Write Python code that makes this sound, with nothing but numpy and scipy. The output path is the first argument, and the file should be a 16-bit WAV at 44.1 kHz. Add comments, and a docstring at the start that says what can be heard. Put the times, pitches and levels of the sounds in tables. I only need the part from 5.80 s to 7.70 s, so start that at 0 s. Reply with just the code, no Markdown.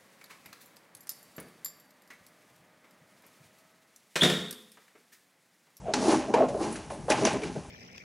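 """A faint room hum comes first; almost at once a rumbling drag joins, then scrapes, clicks and knocks.
Hands work a brass quick coupling on a hollow plastic machine housing in a small quiet room.
Hose and fingers drag on the housing: random slips excite its modes, and at times a rub holds one hollow tone.
Metal parts scrape as fine grit and click as short noise bursts through brass modes, with single pings.
Knocks excite the housing modes and add decaying sines; short feedback delays make the room."""
import sys
import numpy as np
from scipy import signal
from scipy.fft import rfft, irfft, next_fast_len
from scipy.io import wavfile

SR = 44100
rng = np.random.default_rng(int(sys.argv[2]) if len(sys.argv) > 2 else 0)


def pcm_store(signal):
    """Save signal as 16-bit PCM."""
    levels = np.round(np.clip(np.atleast_2d(signal), -1, 1) * 32767)
    wavfile.write(sys.argv[1], SR, levels.astype(np.int16).T)


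N = 83790  # samples


def amp(db):
    """Decibel law: level [dB] to amplitude ratio."""
    return 10 ** (np.asarray(db) / 20)


def rms_one(x):
    """Power normalisation: scale to an rms value of 1."""
    return x / np.sqrt(np.mean(x ** 2) + 1e-20)


def in_time(rows):
    """Linear interpolation: each level column of a time table at every sample."""
    time_s, *columns = np.transpose(rows)
    return [np.interp(np.arange(N) / SR, time_s, column) for column in columns]


def time_since(start_s):
    """Causality: one row per event, holding the time since its start [s], zero before it."""
    return np.maximum(np.arange(N) / SR - np.asarray(start_s)[:, None], 0)


def filtered(x, order, edge_hz, kind):
    """Butterworth filtering: a maximally flat passband."""
    return signal.sosfilt(signal.butter(order, edge_hz, kind, fs=SR, output="sos"), x)


def colour(x, points):
    """Spectral shaping: weight noise by levels interpolated over log frequency."""
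    hz = np.maximum(np.arange(x.shape[-1] // 2 + 1) * SR / x.shape[-1], 1)
    point_hz, point_db = np.transpose(points)
    gain = amp(np.interp(np.log(hz), np.log(point_hz), point_db))
    return irfft(rfft(x) * gain, x.shape[-1])


def drift(rate_hz):
    """Low-pass random process: two equal poles leave slow fluctuations of rms 1."""
    pole = np.exp(-2 * np.pi * rate_hz / SR)
    settle = 9000  # samples dropped while the filter settles
    noise = rng.standard_normal(N + settle)
    return rms_one(signal.lfilter([1], [1, -2 * pole, pole * pole], noise)[settle:])


def grains(per_s, spread_db, flutter_db):
    """Stick-slip as shot noise: random impulses of uneven size and fluttering strength, rms 1."""
    sizes = amp(spread_db * np.minimum(rng.exponential(1, N), 4)) * rng.choice([-1, 1], N)
    happens = rng.random(N) < per_s / SR
    return rms_one(sizes * happens * amp(flutter_db * drift(20.3)))


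def resonate(x, modes):
    """Modal superposition: parallel resonances of alternating sign, with unit power gain for white noise."""
    def bank(drive):
        total = 0
        for k, (hz, width_hz, db) in enumerate(modes):
            r = np.exp(-np.pi * width_hz / SR)  # pole radius
            poles = [1, -2 * r * np.cos(2 * np.pi * hz / SR), r * r]
            mode = signal.lfilter([1 - r, 0, r - 1], poles, drive + 1e-18)
            total = total + (-1) ** k * amp(db) * mode
        return total
    impulse = np.arange(8192) == 0
    return bank(x) / np.sqrt(np.sum(bank(impulse) ** 2))


def bursts(start_s, db, t60_s):
    """Exponential decay: envelopes that rise fast and fall by 60 dB in t60."""
    rise_s = 0.00076
    t = time_since(start_s)
    fall_db = 60 * t / np.asarray(t60_s)[:, None]
    return np.sum((1 - np.exp(-t / rise_s)) * amp(np.asarray(db)[:, None] - fall_db), axis=0)


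def strikes(start_s, db, hz, width_hz):
    """Critically damped envelope: each sine swells to the level db during contact, then dies."""
    t = time_since(start_s)
    age = np.pi * np.reshape(width_hz, (-1, 1)) * t
    envelope = amp(db)[:, None] * age * np.exp(1 - age)
    return np.sum(envelope * np.sin(2 * np.pi * hz[:, None] * t), axis=0)


# relative spectrum of the room noise: (frequency [Hz], spectral density [dB per Hz])
HUM_SPECTRUM = [(20, -18), (40, -5.5), (58, 3.5), (90, -1.5), (135, 1), (230, -3.5), (400, -12), (800, -13),
                (1300, -24), (3500, -55), (6000, -28), (8000, -29), (11200, -53)]
HUM_DB, HUM_SIDE_DB = -48, -31  # rms level; side part relative to the mid part


def room_hum():
    """Stationary coloured noise: low hum and hiss, highly correlated between the channels."""
    mid, side = colour(rng.standard_normal((2, N)), HUM_SPECTRUM)
    return amp(HUM_DB) * rms_one(mid + amp(HUM_SIDE_DB) * side * np.array([[1], [-1]]))


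ROOM_T60_S, ROOM_DB = 0.042, -19.5  # low-frequency decay time; gain applied to the reflections
WALL_CUT_HZ = 18000  # sets the one-pole treble loss of each round


def room(x):
    """Recirculating reflections: six feedback delays a side, losing treble on every round."""
    size = next_fast_len(N + SR // 2)
    z = np.exp(-2j * np.pi * np.arange(size // 2 + 1) / size)  # delay of one sample
    dull = np.exp(-2 * np.pi * WALL_CUT_HZ / SR)
    wall = (1 - dull) / (1 - dull * z)
    out, spectrum = np.zeros((2, N)), rfft(x, size)
    lags = (rng.uniform(.002, .016, 12) * SR).astype(int)
    for k, lag in enumerate(lags):
        loop = amp(-60 * lag / SR / ROOM_T60_S) * wall * z ** lag
        echoes = irfft(spectrum * loop / (1 - loop), size)[:N]
        out[k % 2] += (-1) ** (k // 2) * echoes
    return out


# scraping of the metal parts: (time [s], low, middle and high treble level [dB])
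SCRAPE = [(0, -68, -68, -70), (.1, -55.5, -69, -67), (0.133, -58, -58, -70), (0.141, -36, -34.5, -54),
          (.184, -43.5, -43, -54), (.232, -45, -42, -45.5), (0.324, -37, -37, -41), (.438, -48, -52.5, -59),
          (.535, -60, -59, -65), (0.544, -38.5, -52, -62), (.61, -46.5, -55, -60),
          (.68, -54.5, -61.5, -64.5), (.795, -62.5, -56, -55), (.83, -45, -45.5, -48.5),
          (.9, -51.5, -51.5, -53), (.95, -50.5, -53.5, -49), (1.0, -53, -55, -58.5),
          (1.098, -59.5, -63, -62), (1.111, -53.5, -54.5, -50.5), (1.19, -60, -63.5, -61),
          (1.279, -62.5, -62, -59), (1.294, -44, -51, -51), (1.305, -28.5, -32.5, -39),
          (1.344, -36.5, -48, -49), (1.386, -42.5, -44, -50), (1.446, -42, -42.5, -48),
          (1.462, -40, -34, -46), (1.486, -34.5, -40, -47.5), (1.612, -52, -56.5, -61),
          (1.64, -44, -47.5, -56), (1.708, -53, -57.5, -61), (1.75, -55, -56.5, -59.5),
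          (1.9, -61.5, -65, -65)]
GRIT_PER_S, GRIT_SPREAD_DB, GRIT_FLUTTER_DB = 4500, 2.5, 0.5  # mean rate; size spread; rms flutter


def scrape_grit():
    """Friction as shot noise: dense grit impulses follow the scrape level of each band."""
    return [grains(GRIT_PER_S, GRIT_SPREAD_DB, GRIT_FLUTTER_DB) * amp(db) for db in in_time(SCRAPE)]


# metal clicks: (time [s], reference level [dB], low, middle and high treble re reference [dB],
# t60 [s], ping pitch [Hz], ping width [Hz], ping peak re reference [dB])
CLICKS = [(0.137, -16.5, -7, -7, -13, 0.031, 4200, 900, -1),
          (.538, -22.5, -11, -14, -23.5, 0.065, 2366, 130, -6.5),
          (0.5391, -27, -16, -24, -25, .04, 1660, 140, -3.5),
          (.686, -39, -8.5, -9, -13, 0.13, 7200, 600, 0.5), (.925, -33, -39, -25, -7, 0.076, 7700, 700, -5),
          (0.957, -30, -12, -14.5, -16, 0.075, 1600, 400, -2.5),
          (1.1, -38.5, -8.5, -15, -23, 0.089, 1760, 450, -6),
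          (1.3007, -30, 2, 6.5, 4.5, 0.019, 4400, 400, 4),
          (1.318, -20, -9, -11.5, -17, 0.065, 6100, 700, -10),
          (1.4514, -11.5, -11, -15.5, -17.5, 0.041, 6040, 517, -2),
          (1.4667, -24.5, -4, -14, -19, 0.073, 5800, 345, -6),
          (1.529, -28, -18, -13, -9, 0.042, 2470, 450, -7),
          (1.619, -35, -5.5, -23, -18, 0.043, 3020, 300, -5),
          (1.634, -33.5, -7.5, -28, -16, 0.096, 2300, 300, 3)]


def click_bursts():
    """Impact as transient noise: sharp rattling bursts, one drive for each treble band."""
    time_s, db, *band_db, t60_s, _, _, _ = np.transpose(CLICKS)
    return [rng.standard_normal(N) * bursts(time_s, db + rel_db, t60_s) for rel_db in band_db]


def click_pings():
    """Free vibration after impact: one damped ping for each click."""
    time_s, db, _, _, _, _, hz, width_hz, ping_db = np.transpose(CLICKS)
    return strikes(time_s, db + ping_db, hz, width_hz)


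# treble bands of the metal: (low edge [Hz], high edge [Hz])
METAL_BANDS = [(1150, 2950), (3650, 7000), (8100, 12500)]
# brass modes, one list per band: (frequency [Hz], width [Hz], relative level [dB])
BRASS_MODES = [
    [(1600, 100, 18.5), (2390, 33, 16), (2800, 250, 13.5)],
    [(5650, 290, -1), (6820, 1100, -4)],
    [(8650, 310, -10), (11900, 870, 18)],
]
BRASS_RING_DB = -6  # gain of the path through the modes


def metal():
    """Forced modal vibration: grit and clicks sound both broad in each band and through the brass modes."""
    out = click_pings()
    broad_drives, ring_drives = [
        [grit + burst for grit, burst in zip(scrape_grit(), click_bursts())] for _ in range(2)]
    for edges, modes, broad, ring in zip(METAL_BANDS, BRASS_MODES, broad_drives, ring_drives):
        power_match = np.sqrt(SR / 2 / (edges[1] - edges[0]))  # makes up the power lost to the band
        out = out + power_match * filtered(broad, 2, edges, "band")
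        out = out + amp(BRASS_RING_DB) * filtered(resonate(ring, modes), 2, edges, "band")
    return out


# rubs that hold one hollow tone of the housing:
# (start [s], length [s], start pitch [Hz], end pitch [Hz], mid-rub rms level before flutter [dB])
RUBS = [(.055, 0.078, 710, 617, -34), (.14, 0.12, 264.1, 246, -32.5), (0.249, 0.1594, 390.7, 329.3, -26.5),
        (0.306, 0.033, 620, 614, -31), (0.477, 0.041, 610, 592, -35), (.49, 0.049, 790, 808, -36),
        (1.305, 0.043, 846, 740, -29)]
RUB_FLUTTER_DB, RUB_WAVER_HZ, RUB_UNREST_HZ = 2.2, 28, 45  # rms level and pitch unrest; its cutoff


def rubs():
    """Frequency modulation: each rub swells, holds a fluttering, gliding tone and fades."""
    start_s, length_s, from_hz, to_hz, db = np.transpose(RUBS)[:, :, None]
    part = np.clip((np.arange(N) / SR - start_s) / length_s, 0, 1)
    waver, flutter = np.array([[drift(RUB_UNREST_HZ) for _ in RUBS] for _ in range(2)])
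    hz = from_hz + (to_hz - from_hz) * part + RUB_WAVER_HZ * waver
    phase = 2 * np.pi * np.cumsum(hz, axis=1) / SR
    swell = np.sqrt(2 * np.abs(np.sin(np.pi * part)))
    return np.sum(swell * amp(db + RUB_FLUTTER_DB * flutter) * np.sin(phase), axis=0)


# knocks on the housing: (time [s], ring peak before the low-pass [dB], strongest pitch [Hz], width [Hz],
# impulse into the deep, middle and upper modes [dB])
KNOCKS = [(.138, -26.5, 905, 121, -2, -30, -11), (.344, -18, 340, 50.4, -22, -14, -26),
          (0.5394, -14, 470, 93, -2.5, -13, -0.5), (.539, -16, 920, 50, -25, -20, -25),
          (0.5548, -17.5, 905, 149, -14, -2, -17), (.605, -12.5, 657, 60.7, -2, -12, -17),
          (.623, -16, 458, 102, -13, 6, -1), (0.6366, -20.5, 462, 170, -21, -24, -17),
          (.745, -24, 420, 89, -9, -6.5, -15), (1.104, -28.5, 745, 200, -19, -24, -9),
          (1.2825, -22, 608, 131, -30, -0.5, -7.5), (1.302, -17.5, 562, 118, 3, -21, -13),
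          (1.4489, -19.5, 664, 131, -1, -4, -1), (1.4722, -17.5, 635, 180, -33, -25.5, -19),
          (1.538, -24, 614, 89.5, -16, -10, -15), (1.621, -30, 427, 46, -13, -16.5, -22),
          (1.76, -29.5, 453, 90, -14.5, -11.5, -18)]


def knock_rings():
    """Free vibration after impact: the strongest tone of each knock swells and dies."""
    time_s, db, hz, width_hz, *_ = np.transpose(KNOCKS)
    return strikes(time_s, db, hz, width_hz)


def knock_blows():
    """Impulsive excitation: single-sample blows for the deep, middle and upper modes."""
    time_s, _, _, _, *blow_db = np.transpose(KNOCKS)
    blows = np.zeros((3, N))
    blows[:, (time_s * SR).astype(int)] = amp(blow_db)
    return blows


# drag on the housing: (time [s], drive level of the lowest, deep, middle and upper modes [dB])
DRAG = [(0, -64, -61, -61, -48.5), (.052, -50, -62, -43.5, -63), (.075, -47, -42.5, -33, -37),
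        (.115, -46, -37, -32, -53), (.132, -64, -46, -62, -48), (.145, -52, -34.5, -34, -32.5),
        (.2, -54, -34, -35, -40.5), (.26, -47, -28, -31, -31), (.32, -37.5, -27, -25.5, -27.5),
        (.35, -39, -24, -36, -27), (.385, -49, -33.5, -40, -36), (.42, -60, -39, -38, -39.5),
        (.478, -47.5, -37.5, -55, -45), (.495, -63, -23, -34, -42.5), (.515, -47, -40.5, -38, -43.5),
        (.534, -57, -33, -53, -31), (.546, -48, -31.5, -27, -29), (.58, -40, -29.5, -21.5, -26),
        (.615, -51, -22.5, -25.5, -26.5), (.66, -45, -39, -28.5, -36), (.74, -49, -42, -39.5, -47),
        (.76, -46, -40, -31.5, -49), (.8, -45.5, -31.5, -42.5, -39.5), (.846, -51, -30.5, -41, -33.5),
        (.94, -46.5, -40, -47, -46.5), (1.095, -57, -59.5, -64, -54), (1.112, -45, -45, -35.5, -42),
        (1.16, -53, -47, -50, -50.5), (1.278, -42, -47, -66, -54), (1.288, -45, -54, -31.5, -33),
        (1.316, -58, -29, -25, -27.5), (1.345, -43, -33.5, -32.5, -31), (1.38, -33, -37.5, -40, -36),
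        (1.434, -39, -24.5, -33, -34.5), (1.475, -44, -37.5, -32, -29.5), (1.52, -45, -36, -49, -35.5),
        (1.55, -34.5, -30.5, -43, -36.5), (1.61, -64, -43, -47, -50), (1.634, -44, -32, -61, -45),
        (1.734, -42, -47, -48, -50.5), (1.762, -38, -43, -37.5, -46), (1.83, -51, -53, -59, -52),
        (1.9, -57, -48, -63, -62)]
SLIPS_PER_S, SLIP_SPREAD_DB, SLIP_FLUTTER_DB = 1400, 4, 1.08  # mean rate; size spread; rms flutter


def drag_slips():
    """Stick-slip friction: random slips follow the drag level of each mode group."""
    return [grains(SLIPS_PER_S, SLIP_SPREAD_DB, SLIP_FLUTTER_DB) * amp(db) for db in in_time(DRAG)]


# plastic housing modes, in four groups: (frequency [Hz], width [Hz], relative level [dB])
LOWEST_MODES = [(123.3, 24.4, -0.44), (180, 49, -1.6)]
DEEP_MODES = [(218, 20.5, -1), (255.7, 8.9, 1), (315.1, 22.8, 0), (354, 11.3, -0.5), (400.7, 44, -2.5)]
MIDDLE_MODES = [(470, 62, 0.5), (570, 17.5, 6), (629.6, 32, 5.5), (743, 30, 1)]
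UPPER_MODES = [(820, 62, 2.5), (926, 87, -3), (1017.4, 49, -1), (1095, 115, -4), (1256, 350, -12)]


def housing():
    """Modal excitation: slips ring every group of plastic modes; knocks strike all but the lowest."""
    lowest_slips, *slips = drag_slips()
    out = resonate(lowest_slips, LOWEST_MODES) + knock_rings()
    for modes, slip, blow in zip((DEEP_MODES, MIDDLE_MODES, UPPER_MODES), slips, knock_blows()):
        below_hz = .7 * modes[0][0]  # trims the skirt under the first mode
        out = out + filtered(resonate(slip + blow, modes), 2, below_hz, "high")
    return filtered(out, 2, 1400, "low")


def scene():
    """Superposition: all sources centred, with their room reflections and the hum."""
    near = room_hum(), metal() + rubs() + housing()
    hum, sources = near
    return hum + amp(ROOM_DB) * room(sources) + sources


BASS_HZ, BASS_TILT_DB = 150, 1.6  # band centre; boost on the left


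def record(dry):
    """Linear filtering: the bass band is raised left and lowered right; the top is cut."""
    bass = filtered(dry, 1, [BASS_HZ / 1.3, BASS_HZ * 1.3], "band")
    tilted = dry + (amp(BASS_TILT_DB) - 1) * bass * np.array([[1], [-1]])
    stop = signal.cheby2(12, 60, 12500, fs=SR, output="sos")  # 60 dB down from 12.5 kHz
    edge = signal.ellip(8, .3, 26, 10980, fs=SR, output="sos")  # steep edge at 10.98 kHz
    return signal.sosfilt(edge, signal.sosfilt(stop, tilted))


dry = scene()
out = record(dry)
pcm_store(out)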